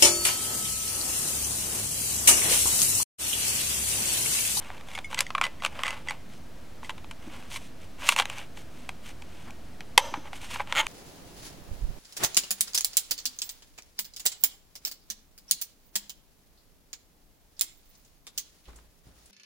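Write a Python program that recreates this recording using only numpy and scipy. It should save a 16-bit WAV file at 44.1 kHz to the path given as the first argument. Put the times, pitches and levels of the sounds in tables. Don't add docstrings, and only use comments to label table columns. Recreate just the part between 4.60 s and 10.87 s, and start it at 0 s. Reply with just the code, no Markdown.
import sys
import numpy as np
from scipy import signal
from scipy.fft import rfft, irfft
from scipy.io import wavfile
from scipy.ndimage import uniform_filter1d, minimum_filter1d

SR = 44100
rng = np.random.default_rng(int(sys.argv[2]) if len(sys.argv) > 2 else 0)


def bounce(signal):
    frames = np.transpose(np.atleast_2d(signal))
    limited = np.clip(frames, -1, 1)
    pcm = np.round(limited * 32767).astype(np.int16)
    wavfile.write(sys.argv[1], SR, pcm)


N = 276507

# frequency in Hz, relative density in dB per Hz.
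AIR_COLOUR = [(15, -27), (25, -0.5), (48, -8), (87, -7.5), (195, -9.5), (249, -8), (301, -13), (344, -12),
              (384, -17), (695, -16.5), (775, -20), (1040, -23.5), (1260, -23.5), (5000, -32.5),
              (16000, -43)]
# frequency in Hz, correlation from -1 to 1.
PORT_LIKENESS = [(30, 0.93), (80, 0.91), (150, 0.66), (280, 0.57), (600, 0.42), (1500, 0.66), (12000, 0.77)]
AIR_DB, HUM_DB, HUM_HZ = -48.5, -58.5, 80.9
# frequency in Hz, t60 in s.
ROOM_DECAY = [(200, 0.87), (900, 0.59), (2500, 0.59), (6000, 0.62), (15000, 0.53)]
# frequency in Hz, gain in dB.
TAIL_COLOUR = [(150, -41), (500, 4), (1000, 2), (2200, -2), (4000, -2), (6000, 4.5), (8000, -6),
               (12000, -4), (16000, -4)]
DIFFUSE_SHARE = 0.9

# lower limit in Hz, upper limit in Hz.
RANGES = [(400, 1500), (1500, 4500), (4500, 16000)]
RANGE_FILTERS = [signal.butter(3, limits, "bandpass", fs=SR, output="sos") for limits in RANGES]
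BLOW_S = 0.004
WALL_HZ = 1000

# start in seconds, level in dB, frequency in Hz, t60 in s.
JOLTS = [(2.664, -35.5, 217, 0.058), (2.674, -35.5, 305, 0.091), (5.3763, -22, 270, 0.012),
         (5.3772, -7, 526, 0.014), (5.525, -29.5, 312.5, 0.022), (5.574, -34, 290, 0.081)]
# middle in seconds, length in s, knock-range level in dB, hardness of the contact in dB.
STROKES = [(0.081, 0.47, -49, -1), (0.339, 0.2, -46, 2.5), (.53, 0.085, -42, 1), (0.598, 0.086, -37, -2),
           (0.851, 0.073, -37, -2), (1.051, 0.081, -37.5, -0.5), (1.263, 0.38, -41, -2),
           (1.505, .13, -44, -2), (1.741, 0.16, -57.5, 6.5), (2.256, 0.081, -50.5, 5.5),
           (2.75, 0.42, -51, 0), (2.942, 0.11, -40, 2.5), (3.031, 0.18, -53.5, 1.5), (3.228, .09, -55, -1),
           (3.455, 0.17, -37.5, -3), (3.501, 0.12, -31, 2.5), (3.595, 0.079, -27.5, -2),
           (3.76, 0.24, -43, -4), (3.994, .1, -52, 3), (4.198, 0.26, -56.5, -1.5), (4.476, 0.12, -47.5, 0),
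           (4.798, 0.36, -55.5, -2.5), (4.884, .07, -54.5, -13), (5.558, .07, -49, -9),
           (5.665, 0.067, -48.5, -8), (5.759, .1, -48, 0.5), (5.844, .11, -43, 0.5), (5.934, .13, -38, -1),
           (6.002, 0.08, -42, -5.5), (6.174, 0.25, -39, -6.5)]
# frequency in Hz, relative density in dB per Hz.
RUB_COLOUR = [(400, -25.5), (520, 2.5), (690, -3.5), (900, 3), (1300, 1.5), (1750, 3), (2250, 12),
              (3000, 13), (3900, -2.5), (4800, -13), (7000, -13.5), (9200, -16.5), (12000, -21),
              (16000, -27)]
# body, then edge, in dB against the knock range.
LOOSE_SLIDE_DB = (-2.5, -7)
HELD_SLIDE_DB = (-9.5, -3)
HELD_FROM_S = 2.85

# start in seconds, level in dB before trim, ring time factor.
TWANGS = [(.351, -33, 0.73), (.4437, -37, 1.04), (.578, -28.5, 1.03), (.666, -33, 0.29),
          (.8351, -24.5, 0.94), (.999, -43.5, 0.84), (1.2487, -28, 0.47), (1.258, -26, 0.41),
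          (1.28, -34, 1.7), (1.4854, -24, 0.23), (1.495, -29, .54), (2.246, -40, .45)]
# frequency in Hz, relative level in dB, t60 in s, before pitch and ring factors.
SPRING_MODES = [(2024, 4, 0.11), (2220, -7.5, 0.029), (2520, -25, .08), (2770, -8, 0.074),
                (3226, 4.5, 0.035), (4690, -8.5, 0.13), (5620, -9, 0.084), (6550, -3.5, 0.073),
                (7800, -2, 0.037), (8500, -5, 0.085)]
PINNED_UNTIL_S, PINNED_HZ = 0.5, 2170

# time in seconds, slips a second, level in dB before trim.
CREAK_COURSE = [(6.152, 157, -29), (6.165, 158, -24.5), (6.173, 300, -24.5), (6.188, 273, -23),
                (6.202, 320, -23), (6.216, 280, -30.5)]
# frequency in Hz, relative level in dB, t60 in s.
TIGHT_WALL_MODES = [(900, -6, 0.18), (1360, 6, 0.035), (2030, 1, 0.027), (2220, 11.5, 0.012),
                    (2780, 8.5, 0.006), (3120, 11, 0.0081), (4030, -8, .01), (5370, -13, 0.0062),
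                    (6660, 5.5, 0.0063), (7650, -26, .005), (8950, -15, 0.011), (10500, -37, .004)]
# frequency in Hz, relative density in dB per Hz.
CRACK_COLOUR = [(300, -16.5), (900, -4), (3000, 11.5), (5000, -1), (7000, 1.5), (10000, -3.5), (12500, -11),
                (16000, -22)]

# time in seconds, knock-range level in dB, hardness of the contact in dB,
# ring time factor, frequency in Hz that the struck spot favours.
KNOCKS = [(.102, -42.5, -10.5, 0.79, 2180), (.3503, -34.5, 5.5, 1.8, 3120), (0.376, -33.5, -3, 1.8, 2220),
          (0.3878, -31.5, 1, .8, 3900), (0.5285, -39, -10.5, 1.4, 1930), (0.545, -28, 9, 0.55, 2770),
          (0.5904, -22.5, 11.5, 0.32, 3750), (0.6063, -19, 13.5, 0.61, 2220),
          (0.7044, -33.5, -4.5, .8, 2500), (0.7497, -22.5, -6, 1.5, 2330), (0.78, -27, -5.5, 1.5, 2350),
          (0.813, -17, -1, 0.78, 2350), (0.8213, -30, -4, .7, 2400), (0.8387, -22, 2.5, 1.8, 3030),
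          (.853, -31, 3, .7, 1940), (0.8662, -31, 1, 0.51, 2350), (1.022, -34.5, -4, 0.53, 2220),
          (1.049, -19.5, 3, 0.6, 2430), (1.061, -25, 2.5, 1.1, 2350), (1.191, -33.5, -4, 0.65, 2070),
          (1.2347, -22, 0.5, 0.58, 3140), (1.2662, -29, 2, .5, 2800), (1.2793, -26, 1.5, 1.4, 3230),
          (1.306, -30.5, 5.5, 0.67, 2630), (1.5076, -28.5, 0.5, 0.73, 2340), (2.23, -46.5, -11, 0.73, 1920),
          (2.2939, -29.5, -1.5, 1.8, 2830), (2.3027, -34.5, 1, 2.2, 2900), (2.379, -43.5, 0, 1.9, 2200),
          (2.4443, -46.5, -4.5, 0.52, 3080), (2.5104, -35.5, 3, 2.1, 2180), (2.959, -30, 4, 3.6, 2240),
          (3.4889, -9, 6, 1.34, 2650), (3.499, -29, 5, 0.73, 3530), (3.5215, -22.5, 1, 1.6, 2350),
          (3.563, -21, 3.5, .6, 2610), (3.588, -18.5, 3.5, 1.2, 2840), (3.5978, -16, 1, 0.87, 3200),
          (3.6208, -27, 0, 1.9, 2050), (3.655, -29, 5, 0.54, 1980), (3.699, -29.5, 4.5, 0.82, 2700),
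          (3.7824, -36.5, 7, 1.3, 2320), (3.972, -40, 1.5, 1.9, 2430), (4.291, -29, 2, 0.9, 2220),
          (4.621, -41.5, 3.5, 1.3, 2620), (4.906, -43, 6.5, 0.79, 2330), (5.2067, -37, 3, 0.25, 2520),
          (5.3772, 1.5, 8, 1.2, 2060), (5.3783, -2.5, -3.5, 0.98, 2050), (5.5391, -30, -8.5, 1.6, 2240),
          (5.7308, -36.5, -4, 0.8, 2030), (5.9585, -34, -7, 1.3, 3100), (5.9968, -38, -14, 1.4, 1810),
          (6.003, -34, -13, 1.6, 2270), (6.073, -42.5, -1, 0.57, 3850), (6.1244, -21.5, 0, 0.68, 3000),
          (6.2665, -25.5, 4.5, 1.6, 2500)]
# frequency in Hz, relative level in dB, t60 in s, before grip and ring factors.
CASE_MODES = [(571, -24.5, 0.04), (872, -12, 0.038), (1020, 1.5, 0.011), (1245, -12, 0.01),
              (1574, -14, 0.022), (2064, -3.5, 0.019), (2350, 5.5, 0.013), (2650, 0, 0.016),
              (3018, 11.5, 0.0046), (3850, -6, 0.013), (4930, -24.5, 0.039), (5697, -12.5, 0.018),
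              (6650, -15, 0.0068), (7310, -17.5, 0.017), (7360, -19, 0.03), (8470, -5.5, 0.007),
              (8700, -37, 0.0016), (11100, -4, 0.003), (13300, -20.5, 0.0037)]
# time in seconds, grip pitch in Hz (against WALL_HZ).
GRIP_PITCH = [(.5, 887), (.62, 1217), (1.3, 1212), (1.5, 943), (3.49, 1104), (3.58, 955), (4.3, 900),
              (5.9, 935), (6.15, 1024)]
# body, then edge, in dB against the knock range.
BLOW_COLOUR_DB = (-2, -13.5)

CEILING_DB = 3.2
EDGE_HZ = 16200


def amp(db):
    return 10 ** (np.asarray(db) / 20)


def evened(x):
    return x / np.sqrt(np.mean(x ** 2) + 1e-20)


def as_blow(x):
    return x * np.sqrt(BLOW_S * SR / (np.sum(x ** 2) + 1e-20))


def read(points, hz):
    f, value = np.transpose(points)
    return np.interp(np.log(hz + 1), np.log(f + 1), value)


def coloured(x, points):
    length = np.shape(x)[-1]
    gain = amp(read(points, np.fft.rfftfreq(length, 1 / SR)))
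    return irfft(rfft(x) * gain, length)


def split(x):
    return [signal.sosfilt(sos, x) for sos in RANGE_FILTERS]


def add(mix, s, sound):
    part = mix[max(round(s * SR), 0):][:len(sound)]
    part += sound[:len(part)]


def wander(hz, length):
    knots = rng.standard_normal(length // 40 + 2)
    return np.interp(np.arange(length) * hz / SR, np.arange(len(knots)), knots)


def air():
    left, other = rfft(rng.standard_normal((2, N)))
    same = np.clip(read(PORT_LIKENESS, np.fft.rfftfreq(N, 1 / SR)), -1, 1)
    right = same * left + np.sqrt(1 - same ** 2) * other
    noise = coloured(irfft([left, right], N), AIR_COLOUR)
    waver = evened(uniform_filter1d(rng.standard_normal(N), size=6000))
    hum_hz = HUM_HZ + 3 * waver
    hum = evened(np.sin(2 * np.pi * np.cumsum(hum_hz) / SR))
    return amp(AIR_DB) * evened(noise) + amp(HUM_DB) * hum


def diffused(x):
    noise = coloured(rng.standard_normal(N), RUB_COLOUR)
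    spread = np.zeros(N)
    for part, noise_part in zip(split(x), split(noise)):
        level = np.sqrt(abs(uniform_filter1d(part ** 2, size=100)))
        spread += level * evened(noise_part)
    return spread


def room(x, tail_db=-20, early_db=-19):
    hz, t, z = signal.stft(rng.standard_normal((2, SR * 3 // 4)), SR, nperseg=256)
    decay = amp(-60 * t / read(ROOM_DECAY, hz)[:, None])
    tail = signal.istft(z * decay * (1 - np.exp(-t / 0.0017)), SR, nperseg=256)[1]
    tail = tail + 0.89 * tail[::-1]
    feed = np.sqrt(1 - DIFFUSE_SHARE) * x + np.sqrt(DIFFUSE_SHARE) * diffused(x)
    feed = coloured(feed, TAIL_COLOUR)
    late = signal.fftconvolve(feed[None], tail / np.linalg.norm(tail[0]), axes=1)[:, :N]
    early = np.zeros(N)
    for delay in np.linspace(0.004, 0.024, 8) + rng.uniform(-0.00094, 0.00081, 8):
        add(early, delay, x * rng.choice([-1, 1]) * np.exp(-delay / 0.015))
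    return amp(early_db) * early + amp(tail_db) * late


def bumps():
    out, t = np.zeros(N), np.arange(SR // 6) / SR
    for s, db, hz, t60 in JOLTS:
        onset = 1 - np.exp(-t / 0.00038)
        add(out, s, amp(db - 60 * t / t60) * np.sin(2 * np.pi * hz * t) * onset)
    return signal.sosfilt(signal.butter(3, 170, "highpass", fs=SR, output="sos"), out)


def ringing(modes, t, pitch, ring, scatter_db, detune, favour_db=0):
    hz, db, t60 = np.transpose(modes)[:, :, None]
    weight, shift, side = rng.standard_normal((3, len(modes), 1))
    waves = np.sign(side) * np.sin(2 * np.pi * hz * pitch * (1 + detune * shift) * t)
    levels_db = db + favour_db + scatter_db * weight - 60 * t / (t60 * ring)
    return (waves * amp(levels_db)).sum(0)


def case_blow(wall_hz, spot_hz, ring):
    t = np.arange(SR // 12) / SR
    hz = np.array(CASE_MODES)[:, :1]
    grip = np.where(hz < RANGES[0][1], wall_hz / WALL_HZ, 1)
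    favour_db = 7 * np.exp(-(np.log(hz / spot_hz) / 0.055) ** 2)
    crack_noise = evened(coloured(rng.standard_normal(len(t)), CRACK_COLOUR))
    crack = amp(10) * np.exp(-t / (0.0015 * ring)) * crack_noise
    chatter_noise = evened(coloured(rng.standard_normal(len(t)), RUB_COLOUR))
    chatter = amp(-16) * np.exp(-t / 0.0042) * chatter_noise
    walls = ringing(CASE_MODES, t, grip, ring, scatter_db=-1.3, detune=0.0091, favour_db=favour_db)
    onset = 1 - np.exp(-t / 0.0013)
    return (walls + crack + chatter) * onset


def contact(db, hardness_db, colour_db):
    body_db, edge_db = colour_db
    return amp(db + np.array([body_db - hardness_db, 0, edge_db + hardness_db]))


def slide_gains(s, db, hardness_db):
    return contact(db, hardness_db, HELD_SLIDE_DB if s > HELD_FROM_S else LOOSE_SLIDE_DB)


def sliding(grains_per_s=900, grain_share=0.25, uneven_db=2, uneven_hz=110):
    t = np.arange(N) / SR
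    sizes = amp(4 * np.minimum(rng.exponential(1, N), 3))
    catches = sizes * (rng.random(N) < grains_per_s / SR)
    spots_hz = np.geomspace(2100, 3900, num=8)
    spot = rng.integers(0, len(spots_hz), N)
    grains = np.zeros(N)
    for k, hz in enumerate(spots_hz):
        tap = case_blow(WALL_HZ, hz, ring=0.33)
        grains += signal.oaconvolve(catches * (spot == k), tap)[:N]
    rub = coloured(rng.standard_normal(N), RUB_COLOUR)
    out = np.zeros(N)
    for k, (grain, smooth) in enumerate(zip(split(grains), split(rub))):
        power = np.zeros(N)
        for middle, length, db, hardness_db in STROKES:
            start, end = middle - length / 2, middle + length / 2
            stroke_t = t[max(int(start * SR), 0):int(end * SR)]
            speed = np.sin(np.pi * np.interp(stroke_t, [start, end], [0, 1]))
            add(power, start, slide_gains(middle, db, hardness_db)[k] ** 2 * speed ** 3)
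        texture = np.sqrt(grain_share) * evened(grain) + np.sqrt(1 - grain_share) * evened(smooth)
        out += np.sqrt(power) * texture
    return amp(uneven_db * wander(uneven_hz, N)) * out


def hit(s, db, hardness_db, ring, spot_hz):
    wall_hz = np.interp(s, *np.transpose(GRIP_PITCH))
    parts = split(case_blow(wall_hz, spot_hz, ring))
    gains = contact(db, hardness_db, BLOW_COLOUR_DB)
    return sum(gain * as_blow(part) for gain, part in zip(gains, parts))


def rattles(count=3, loose_db=2, held_db=-3, spread_db=2, reach=0.28):
    out = np.zeros(N)
    for middle, length, db, hardness_db in STROKES:
        tick_db = db + (held_db if middle > HELD_FROM_S else loose_db)
        for place, size, spot in rng.uniform(-1, 1, (count, 3)):
            s = middle + reach * length * place
            spot_hz = 2600 * np.exp(0.21 * spot)
            add(out, s, hit(s, tick_db + spread_db * size, hardness_db, 0.77, spot_hz))
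    return out


def spring(trim_db=-1, rasp_hz=500, overtone_db_per_octave=-4):
    out, t = np.zeros(N), np.arange(SR // 5) / SR
    free_hz = SPRING_MODES[0][0]
    overtones_db = overtone_db_per_octave * np.log2(np.array(SPRING_MODES)[:, :1] / free_hz)
    onset = 1 - np.exp(-t / 0.00084)
    for s, db, ring in TWANGS:
        pitch = PINNED_HZ / free_hz if s < PINNED_UNTIL_S else 1
        coil = ringing(SPRING_MODES, t, pitch, ring, scatter_db=1.5, detune=0.003, favour_db=overtones_db)
        rasp = 1 + 0.78 * np.exp(-t / 0.014) * wander(rasp_hz, len(t))
        add(out, s, amp(db) * coil * rasp * onset)
    return amp(trim_db) * out


def creak(jitter=0.07, size_db=-0.3, scatter_db=5.5, grit_db=-9, trim_db=1):
    times, rates, levels_db = np.transpose(CREAK_COURSE)
    t = np.arange(SR // 20) / SR
    hz, db, t60 = np.transpose(TIGHT_WALL_MODES)[:, :, None]
    low_cut = signal.butter(2, 650, "highpass", fs=SR, output="sos")
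    out, s = np.zeros(N), times[0]
    for draws in rng.standard_normal((24, len(t) + 2)):
        size, gap, noise = draws[0], draws[1], draws[2:]
        weight, shift = rng.standard_normal((2, len(hz), 1))
        if s < times[-1]:
            waves = np.sin(2 * np.pi * hz * (1 + 0.03 * shift) * t)
            wall = (amp(db + scatter_db * weight - 60 * t / t60) * waves).sum(0)
            grit = amp(grit_db) * coloured(noise, CRACK_COLOUR) * np.exp(-t / 0.0006)
            slip = as_blow(signal.sosfilt(low_cut, wall) + grit)
            add(out, s, amp(np.interp(s, times, levels_db) + size_db * size) * slip)
        s += np.exp(jitter * gap) / np.interp(s, times, rates)
    return amp(trim_db) * out


def clicks():
    out = np.zeros(N)
    for s, *blow in KNOCKS:
        add(out, s - 0.0002, hit(s, *blow))
    return out


def scene(half_lead_samples=0.025):
    near = bumps() + sliding() + rattles() + spring() + creak() + clicks()
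    lead = half_lead_samples * np.array([[1], [-1]]) * np.gradient(near)
    return air() + room(near) + near + lead


def record(dry, recovery_db_per_s=110, offset=0.011):
    peak_db = -minimum_filter1d(-20 * np.log10(abs(dry).max(0) + 1e-9), size=120)
    fall = np.arange(N) * recovery_db_per_s / SR
    held_db = np.maximum.accumulate(peak_db + fall) - fall
    over_db = np.maximum(held_db - CEILING_DB, 0)
    gain_cut = amp(uniform_filter1d(over_db, size=120))
    limited = np.clip(dry / gain_cut + offset, -1, 1)
    band_limit = signal.firwin(255, EDGE_HZ, window=("kaiser", 8), fs=SR)
    return signal.oaconvolve(limited, band_limit[None], "same")


dry = scene()
out = record(dry)
bounce(out)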